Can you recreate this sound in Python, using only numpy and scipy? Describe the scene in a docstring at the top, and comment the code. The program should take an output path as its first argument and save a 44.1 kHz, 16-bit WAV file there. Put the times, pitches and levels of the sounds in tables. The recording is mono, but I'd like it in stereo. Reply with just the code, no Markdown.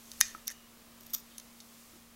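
"""Scissors are picked up and clack shut, then shear through a strand of wool and tick as they are put down.
Clicks ring a damped steel body and a faint free ring; rubs and cut wool are trains of tiny strikes.
Soft knocks of a handle or a hand ring short modes on the table, and a lifted blade sings faintly.
A small room answers with a short tail of sparse taps with its own decay in each band.
Shaped noise makes room hiss, low rumble and the rustle of hands and wool; a wavering sine makes the hum."""
import sys
import numpy as np
from scipy import signal
from scipy.io import wavfile

SR = 44100
rng = np.random.default_rng(int(sys.argv[2]) if len(sys.argv) > 2 else 0)


def to_wav(sig):
    """Store sig (one row per channel, or 1-D mono) as 16-bit WAV at the path in sys.argv[1].

    Samples outside -1..1 are clipped; the rate is SR.
    """
    pcm = np.clip(np.atleast_2d(sig), -1, 1) * 32767
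    pcm = np.round(pcm).astype(np.int16)
    wavfile.write(sys.argv[1], SR, pcm.T)  # frames by channels


def natural_amplitude(level_db):
    """Convert a level in decibels to a linear amplitude factor, elementwise."""
    exponent = np.asarray(level_db, float) / 20
    return 10 ** exponent


N = 94815  # length in samples

# stereo image of the scissors, also used in part by the rustle: (frequency [Hz], left over right [dB])
PORTS = [(800, 0), (2000, -2), (3500, -6), (6000, -9.5), (8000, -17), (10000, 13), (11500, 4), (13000, 24),
         (15500, 19)]
# likeness of the two channels in hiss and rumble: (frequency [Hz], correlation [0 to 1])
LIKENESS = [(25, 0.51), (60, 0.98), (150, 0.647), (380, 0.33), (950, 0.36), (2400, 0.022), (15000, 0.034)]
# stereo balance of hiss and rumble: (frequency [Hz], left over right [dB])
BALANCE = [(60, -0.47), (180, -0.16), (550, 0.086), (1650, -0.83), (4970, -2.03), (15000, 0.22)]
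BIN_HZ = np.fft.rfftfreq(1024, 1 / SR)  # the bins of the shaped noise


def unit_rms(x):
    """Scales a sound to an rms of 1."""
    return x / np.sqrt(np.mean(x ** 2) + 1e-20)


def read_curve(points, hz):
    """Reads a curve of (frequency, value) points along a log frequency axis."""
    f, value = np.transpose(points)
    return np.interp(np.log(hz + 1), np.log(f + 1), value)


def read_fader(points):
    """Draws straight lines through (time, level) points, one value per sample."""
    s, db = np.transpose(points)
    return np.interp(np.arange(N) / SR, s, db)


def left_right(db):
    """Splits a left-over-right difference in dB evenly between the two channels."""
    return np.array([[db], [-db]]) / 2


def add(mix, s, sound):
    """Lays a sound into the mix at a time in seconds, cut off at the end of the mix."""
    part = mix[:, round(s * SR):][:, :sound.shape[1]]
    part += sound[:, :part.shape[1]]


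def slow_wander(top_hz):
    """A random wander of rms 1: sines from 0.4 Hz to top_hz, weaker as they get faster."""
    t = np.arange(N) / SR
    rates = np.geomspace(.4, top_hz, num=16)
    return unit_rms(sum(np.sin(2 * np.pi * (f * t + rng.random())) / np.sqrt(f) for f in rates))


def shaped_noise(level_db, likeness, lean_db):
    """Two-channel noise of rms 1 from random short-time spectra; the arguments are per bin."""
    a, b, c, d = rng.standard_normal((N // 256 + 5, 513, 4)).T
    likeness = np.clip(likeness, -1, 1)[:, None]
    left = a + 1j * b
    right = likeness * left + np.sqrt(1 - likeness ** 2) * (c + 1j * d)
    lean = lean_db[:, None] / 2
    spectra = np.array([left * natural_amplitude(lean), right * natural_amplitude(-lean)]) * natural_amplitude(level_db)[:, None]
    return unit_rms(signal.istft(spectra, nperseg=1024, noverlap=768)[1][:, :N])


def room_hiss():
    """Broadband noise whose level wanders slightly, with little left above its top edge."""
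    # spectrum of the hiss: (frequency [Hz], relative density [dB])
    hiss_colour = [(12, -16), (60, -25), (98, -14), (176, -11.5), (300, -13.5), (600, -14.5), (850, -17),
                   (1200, -13.5), (1500, -18.5), (2100, -17), (6000, -20), (10000, -22), (13000, -20),
                   (15000, -23.5), (15700, -19.5)]
    level_db, waver_db, waver_top_hz, top_hz = -56.5, .5, 3.6, 15850
    colour = read_curve(hiss_colour, BIN_HZ) - 60 * (BIN_HZ > top_hz)
    hiss = shaped_noise(colour, read_curve(LIKENESS, BIN_HZ), read_curve(BALANCE, BIN_HZ))
    return natural_amplitude(level_db + waver_db * slow_wander(waver_top_hz)) * hiss


def low_rumble():
    """Low rumble of table and room: bass-heavy noise that swells and sinks."""
    # swell of the rumble: (time [s], level [dB])
    rumble_level = [(0, -79), (.2, -61), (.45, -68.5), (.8, -72), (1.15, -67.5), (1.45, -71), (1.8, -79.5),
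                    (1.92, -71.5), (2.15, -67)]
    # spectrum of the rumble: (frequency [Hz], relative level [dB])
    rumble_colour = [(12, -8), (30, 8.5), (55, -3.5), (85, -16), (130, -27), (300, -69.5)]
    colour = read_curve(rumble_colour, BIN_HZ)
    rumble = shaped_noise(colour, read_curve(LIKENESS, BIN_HZ), read_curve(BALANCE, BIN_HZ))
    return natural_amplitude(read_fader(rumble_level)) * rumble


def hum():
    """A steady single tone that wavers slightly in level and pitch."""
    mean_hz, drift_hz = 233.45, 0.31  # drift is rms
    level_db, waver_db, lean_db = -62.5, 1.0, -0.7  # waver is rms, lean is left over right
    level = natural_amplitude(level_db + waver_db * slow_wander(15.0))
    cycles = np.cumsum(mean_hz + drift_hz * slow_wander(4.0)) / SR
    tone = level * np.sqrt(2) * np.sin(2 * np.pi * cycles)
    return tone * natural_amplitude(left_right(lean_db))


def rustle():
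    """Hands and wool moving: wide noise with a restless level."""
    # movement of hands and wool: (time [s], level before the trim [dB])
    rustle_level = [(0.0, -56), (0.2, -49.5), (0.35, -54.5), (0.63, -72), (0.92, -69), (1.2, -61.5),
                    (1.51, -60.5), (1.81, -55.5), (1.96, -58), (2.15, -69)]
    # spectrum of the rustle: (frequency [Hz], relative level [dB])
    rustle_colour = [(1500, -15), (3500, -11), (6200, -7), (9000, -10), (14000, -11.5), (15600, -16),
                     (15900, -46)]
    trim_db, flutter_db, flutter_top_hz = -3, 0.5, 32.9
    level = natural_amplitude(trim_db + read_fader(rustle_level) + flutter_db * slow_wander(flutter_top_hz))
    lean_db = read_curve(PORTS, BIN_HZ) * .4
    return level * shaped_noise(read_curve(rustle_colour, BIN_HZ), 0.4 + 0 * BIN_HZ, lean_db)


def background():
    """Everything that lies under the scissors."""
    return room_hiss() + rustle() + low_rumble() + hum()


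def room(x):
    """Reverberant tail: sparse random taps, each band dying at its own speed."""
    # decay of the room: (frequency [Hz], time to fall 60 dB [s])
    room_decay = [(800, .3), (2000, 0.54), (6000, 0.34), (11000, 0.083), (16000, 0.11)]
    side_db = 0.5  # left over right
    taps = np.zeros((2, SR // 2))
    # one tap in every 20 samples, from about 7 ms on
    at = np.arange(300, SR // 2 - 20, 20) + rng.integers(0, 20, (2, (SR // 2 - 301) // 20))
    np.put_along_axis(taps, at, rng.choice([-1., 1.], at.shape), 1)
    hz, t, spectra = signal.stft(taps, SR, nperseg=256)
    decay = natural_amplitude(-60 * t / read_curve(room_decay, hz)[:, None])
    tail = signal.istft(spectra * decay, SR, nperseg=256)[1]
    tail = tail / np.linalg.norm(tail[0]) * natural_amplitude(left_right(side_db))
    return signal.fftconvolve(x.mean(0)[None], tail, axes=1)[:, :N]


def ring_modes(modes, centre_hz, breadth, length):
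    """Decaying modes excited around one part of the spectrum, as each microphone port hears them."""
    rise_s, detune_spread, lag_spread_s = 0.00017, 0.0153, .00001
    hz, db, t60 = np.transpose(modes)[:, :, None]
    t = np.arange(0, length, 1 / SR)
    # a mode lies 6 dB lower at one breadth (in octaves) from the centre
    db = db - 6 * (np.log2(hz / centre_hz) / max(breadth, .1)) ** 2
    # each strike detunes every mode at random, so repeated strikes blur the ring
    detune = 1 + detune_spread * rng.standard_normal(hz.shape)
    # small random time offset between left and right for each mode
    lag = lag_spread_s * rng.standard_normal(hz.shape)
    # a narrow strike is a slower one
    rise = np.sin(np.pi / 2 * np.minimum(t * np.clip(breadth, .1, 1) / rise_s, 1)) ** 2
    decay = natural_amplitude(db - 60 * t / t60)
    ports = []
    for side in (1, -1):  # left, right
        gain = 2 / (1 + natural_amplitude(-side * read_curve(PORTS, hz)))
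        tones = np.sin(2 * np.pi * hz * (detune * t + side * lag))
        ports.append((gain * decay * tones).sum(0) * rise)
    return np.array(ports)


def unit_peak(sound):
    """Scales a two-channel sound so that its mono sum peaks at 1."""
    return sound / np.abs(sound.mean(0)).max()


def add_knocks(table):
    """Knocks of a handle or a hand on the table, ringing a few short modes."""
    # the knocks: (time [s], level [dB], centre [Hz], breadth [octaves])
    knocks = [(0.349, -34.5, 1300, 2.9), (1.935, -36.5, 340, 0.99), (1.958, -37.5, 340, 0.89)]
    # modes of handle and table: (nominal frequency [Hz], level [dB], time to fall 60 dB [s])
    handle_modes = [(1300, 2.5, 0.027), (340, -15.5, 0.06), (1900, -21.5, 0.0092)]
    for s, db, hz, breadth in knocks:
        add(table, s, natural_amplitude(db) * ring_modes(handle_modes, hz, breadth, .1))


def add_blade_ting(steel):
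    """A lifted blade sings on, wavering: narrow-band noise that swells and dies."""
    # the ting: (start [s], length [s], frequency [Hz], width [Hz], level before the swell [dB])
    ting = (.51, .19, 2900, 150, -66)
    start, length, hz, width, db = ting
    t = np.arange(0, length, 1 / SR)
    r = np.exp(-np.pi * width / SR)
    white = rng.standard_normal(len(t)) + 1j * rng.standard_normal(len(t))
    slow_part = signal.lfilter([1], [1, -2 * r, r * r], white)
    whistle = unit_rms((slow_part * np.exp(2j * np.pi * hz * t)).real)
    swell = np.sqrt(np.sin(np.pi * np.sqrt(t / length)))
    add(steel, start, np.tile(natural_amplitude(db) * whistle * swell, (2, 1)))


def slip_train(length, db, strike):
    """Dense uneven slips of either sign, each a small strike, in a skewed swell."""
    slips_per_s, spread_db, skew = 3500, 3, 0.39
    u = np.arange(0, 1, 1 / (length * SR))
    swell = np.sqrt(np.sin(np.pi * u ** skew))
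    out = 0
    for part in range(8):  # eight different strikes share the slips
        chance, size, sign = rng.random((len(u), 3)).T
        slips = (chance < slips_per_s / 8 / SR) * natural_amplitude(-spread_db * np.log(size)) * np.sign(sign - .5)
        out = out + signal.fftconvolve((slips * swell)[None], strike(), axes=1)
    return natural_amplitude(db) * out / np.sqrt(np.mean(out[:, :len(u)] ** 2) + 1e-20)


def fibre_snap():
    """One wool fibre parting on the open edge and ringing the blades, peak 1."""
    # what it rings in the open blades: (nominal frequency [Hz], level [dB], time to fall 60 dB [s])
    edge_modes = [(1300, -24.5, 0.016), (2390, -21, 0.0064), (3630, -13, 0.01), (5160, -11.5, .006),
                  (5700, -6, 0.0084), (6650, -12, 0.014), (7680, -16, 0.0087), (9260, -15, 0.0093),
                  (12240, -19, .006), (12900, -6.5, 0.0083), (13500, -1.5, 0.0082), (14560, -1.5, 0.0055)]
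    return unit_peak(ring_modes(edge_modes, 8000, 20, .03))


def add_wool_cuts(steel):
    """Wool fibres snapping on the open edge, singly and in dense runs."""
    # single snaps: (time [s], level [dB])
    single_snaps = [(1.009, -38.5), (1.0335, -41.5), (1.0638, -40), (1.067, -37), (1.099, -44.5),
                    (1.1054, -35), (1.114, -48), (1.127, -48), (1.1369, -20.5), (1.1425, -18),
                    (1.1457, -22.5), (1.1484, -18), (1.1563, -47), (1.187, -45)]
    # runs of snaps: (start [s], length [s], level [dB])
    snap_runs = [(1.002, .012, -60), (1.095, .022, -58), (1.1325, .012, -34), (1.1415, .0125, -33),
                 (1.152, .06, -48)]
    for s, db in single_snaps:
        add(steel, s, natural_amplitude(db) * fibre_snap())
    for s, length, db in snap_runs:
        add(steel, s, slip_train(length, db, fibre_snap))


def scissors_strike(centre_hz, breadth):
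    """One strike on the steel: the damped body and the faint free ring, peak 1."""
    # damped body of the held scissors: (nominal frequency [Hz], level [dB], time to fall 60 dB [s])
    body_modes = [(1350, -26, 0.0092), (1883, -2, 0.0075), (2480, -26, 0.0033), (3200, -15, 0.013),
                  (3820, -8, 0.0058), (4400, 1.5, 0.0038), (5720, -5, 0.011), (6300, 3, .006),
                  (7500, -17, 0.013), (9530, -8, 0.0055), (10150, -8, 0.0085), (11030, -1, 0.0071),
                  (13070, -2, 0.003), (13300, -6, 0.0058), (14230, -11, 0.0068)]
    # free ringing of the blades: (nominal frequency [Hz], level [dB], time to fall 60 dB [s])
    blade_modes = [(1830, -29, 0.11), (2000, -37, 0.11), (2516, -33, 0.2), (3720, -30, 0.1),
                   (4520, -72, 0.088), (5180, -25, .1), (5450, -45, 0.076), (5870, -37, .07),
                   (6080, -18.5, 0.033), (6300, -46, 0.052), (6800, -37, 0.16), (7535, -40, 0.25)]
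    sound = ring_modes(blade_modes, centre_hz, breadth, .4)
    add(sound, 0, ring_modes(body_modes, centre_hz, breadth, .03))
    return unit_peak(sound)


def add_steel_trains(steel):
    """Dense trains of tiny steel strikes: blade rubs, a squeak, a narrow ring, diffuse tails, faint rustle."""
    # the trains: (start [s], length [s], level [dB], centre [Hz], breadth [octaves])
    steel_trains = [(0.053, 0.043, -61.5, 6600, 1.32), (.203, 0.014, -36.5, 10940, 0.75),
                    (0.216, 0.077, -51.5, 3840, 0.95), (0.224, 0.1, -49, 6200, 0.88),
                    (.470, 0.012, -42, 12000, 1.63), (0.4704, 0.0051, -38, 5700, .1),
                    (.480, 0.038, -54.5, 1900, 0.16), (0.5, 0.03, -46.5, 7500, 3.1),
                    (1.302, 0.076, -64.5, 3400, 0.26), (1.604, 0.0079, -53, 5450, 0.93)]
    for s, length, db, hz, breadth in steel_trains:
        add(steel, s, slip_train(length, db, lambda: scissors_strike(hz, breadth)))


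def add_blade_clicks(steel):
    """Blade clicks: single strikes on the steel, each with its own place in the stereo image."""
    # the clicks: (time [s], level [dB], strike centre [Hz], breadth [octaves], left over right [dB])
    clicks = [(0.1168, -33.5, 4200, 0.5, -7), (0.1163, -31.5, 9000, 0.44, -3), (0.136, -40, 6000, 1.8, -6),
              (0.2067, -14.5, 11000, 2, 12.5), (0.2085, -19, 12000, 0.69, 0),
              (0.2113, -3.5, 4680, 3.5, -3.5), (0.2182, -29.5, 7000, 1.3, 6), (0.2275, -42, 4000, 2, -2),
              (0.2324, -38, 5000, 1.6, -8), (0.2532, -37.5, 6300, 0.44, -11.5),
              (0.47, -33, 5700, 0.085, 3.5), (0.4726, -45, 14560, 0.21, 0), (0.479, -23.5, 14100, 0.27, 6),
              (0.4797, -17.5, 6300, 1.12, 1), (0.4784, -30, 4400, 0.18, 3), (0.487, -35, 5500, 0.12, 1.5),
              (0.4935, -37, 5800, 0.11, -5), (0.5014, -31, 2220, 1.9, 7), (0.5051, -42, 5660, 1, 2),
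              (0.5122, -38.5, 10200, 0.396, 2), (1.1478, -24.5, 4200, 0.65, -2),
              (1.381, -32.5, 10650, 0.74, 2), (1.3821, -32, 4630, 0.68, 0), (1.383, -33.5, 9800, 0.098, 1),
              (1.399, -34, 7500, 1.37, 2), (1.4016, -43.5, 3500, 0.47, -4), (1.6032, -34.5, 4420, 0.4, 7),
              (1.6027, -40.5, 9000, 0.87, 5)]
    for s, db, hz, breadth, pan_db in clicks:
        add(steel, s, natural_amplitude(db + left_right(pan_db)) * scissors_strike(hz, breadth))


def scene():
    """Scissors and table knocks, their room tail, and the background."""
    thin_hz, room_db = 916, -18
    steel, table = np.zeros((2, 2, N))
    add_knocks(table)
    add_blade_ting(steel)
    add_wool_cuts(steel)
    add_steel_trains(steel)
    add_blade_clicks(steel)
    # small steel radiates little bass
    thin = signal.butter(6, thin_hz, "high", fs=SR, output="sos")
    near = table + signal.sosfilt(thin, steel)
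    return near + natural_amplitude(room_db) * room(near) + background()


def top_cut(x):
    """Nothing passes above the cut-off."""
    return signal.sosfilt(signal.butter(12, 16800, fs=SR, output="sos"), x)


def record(dry):
    """Limits the band with a steep low-pass and finishes the mix."""
    low_pass = signal.firwin(301, 16300, window=("kaiser", 7), fs=SR)  # edge in Hz
    mix = signal.oaconvolve(dry, low_pass[None], "same")
    return top_cut(mix)


dry = scene()
out = record(dry)
to_wav(out)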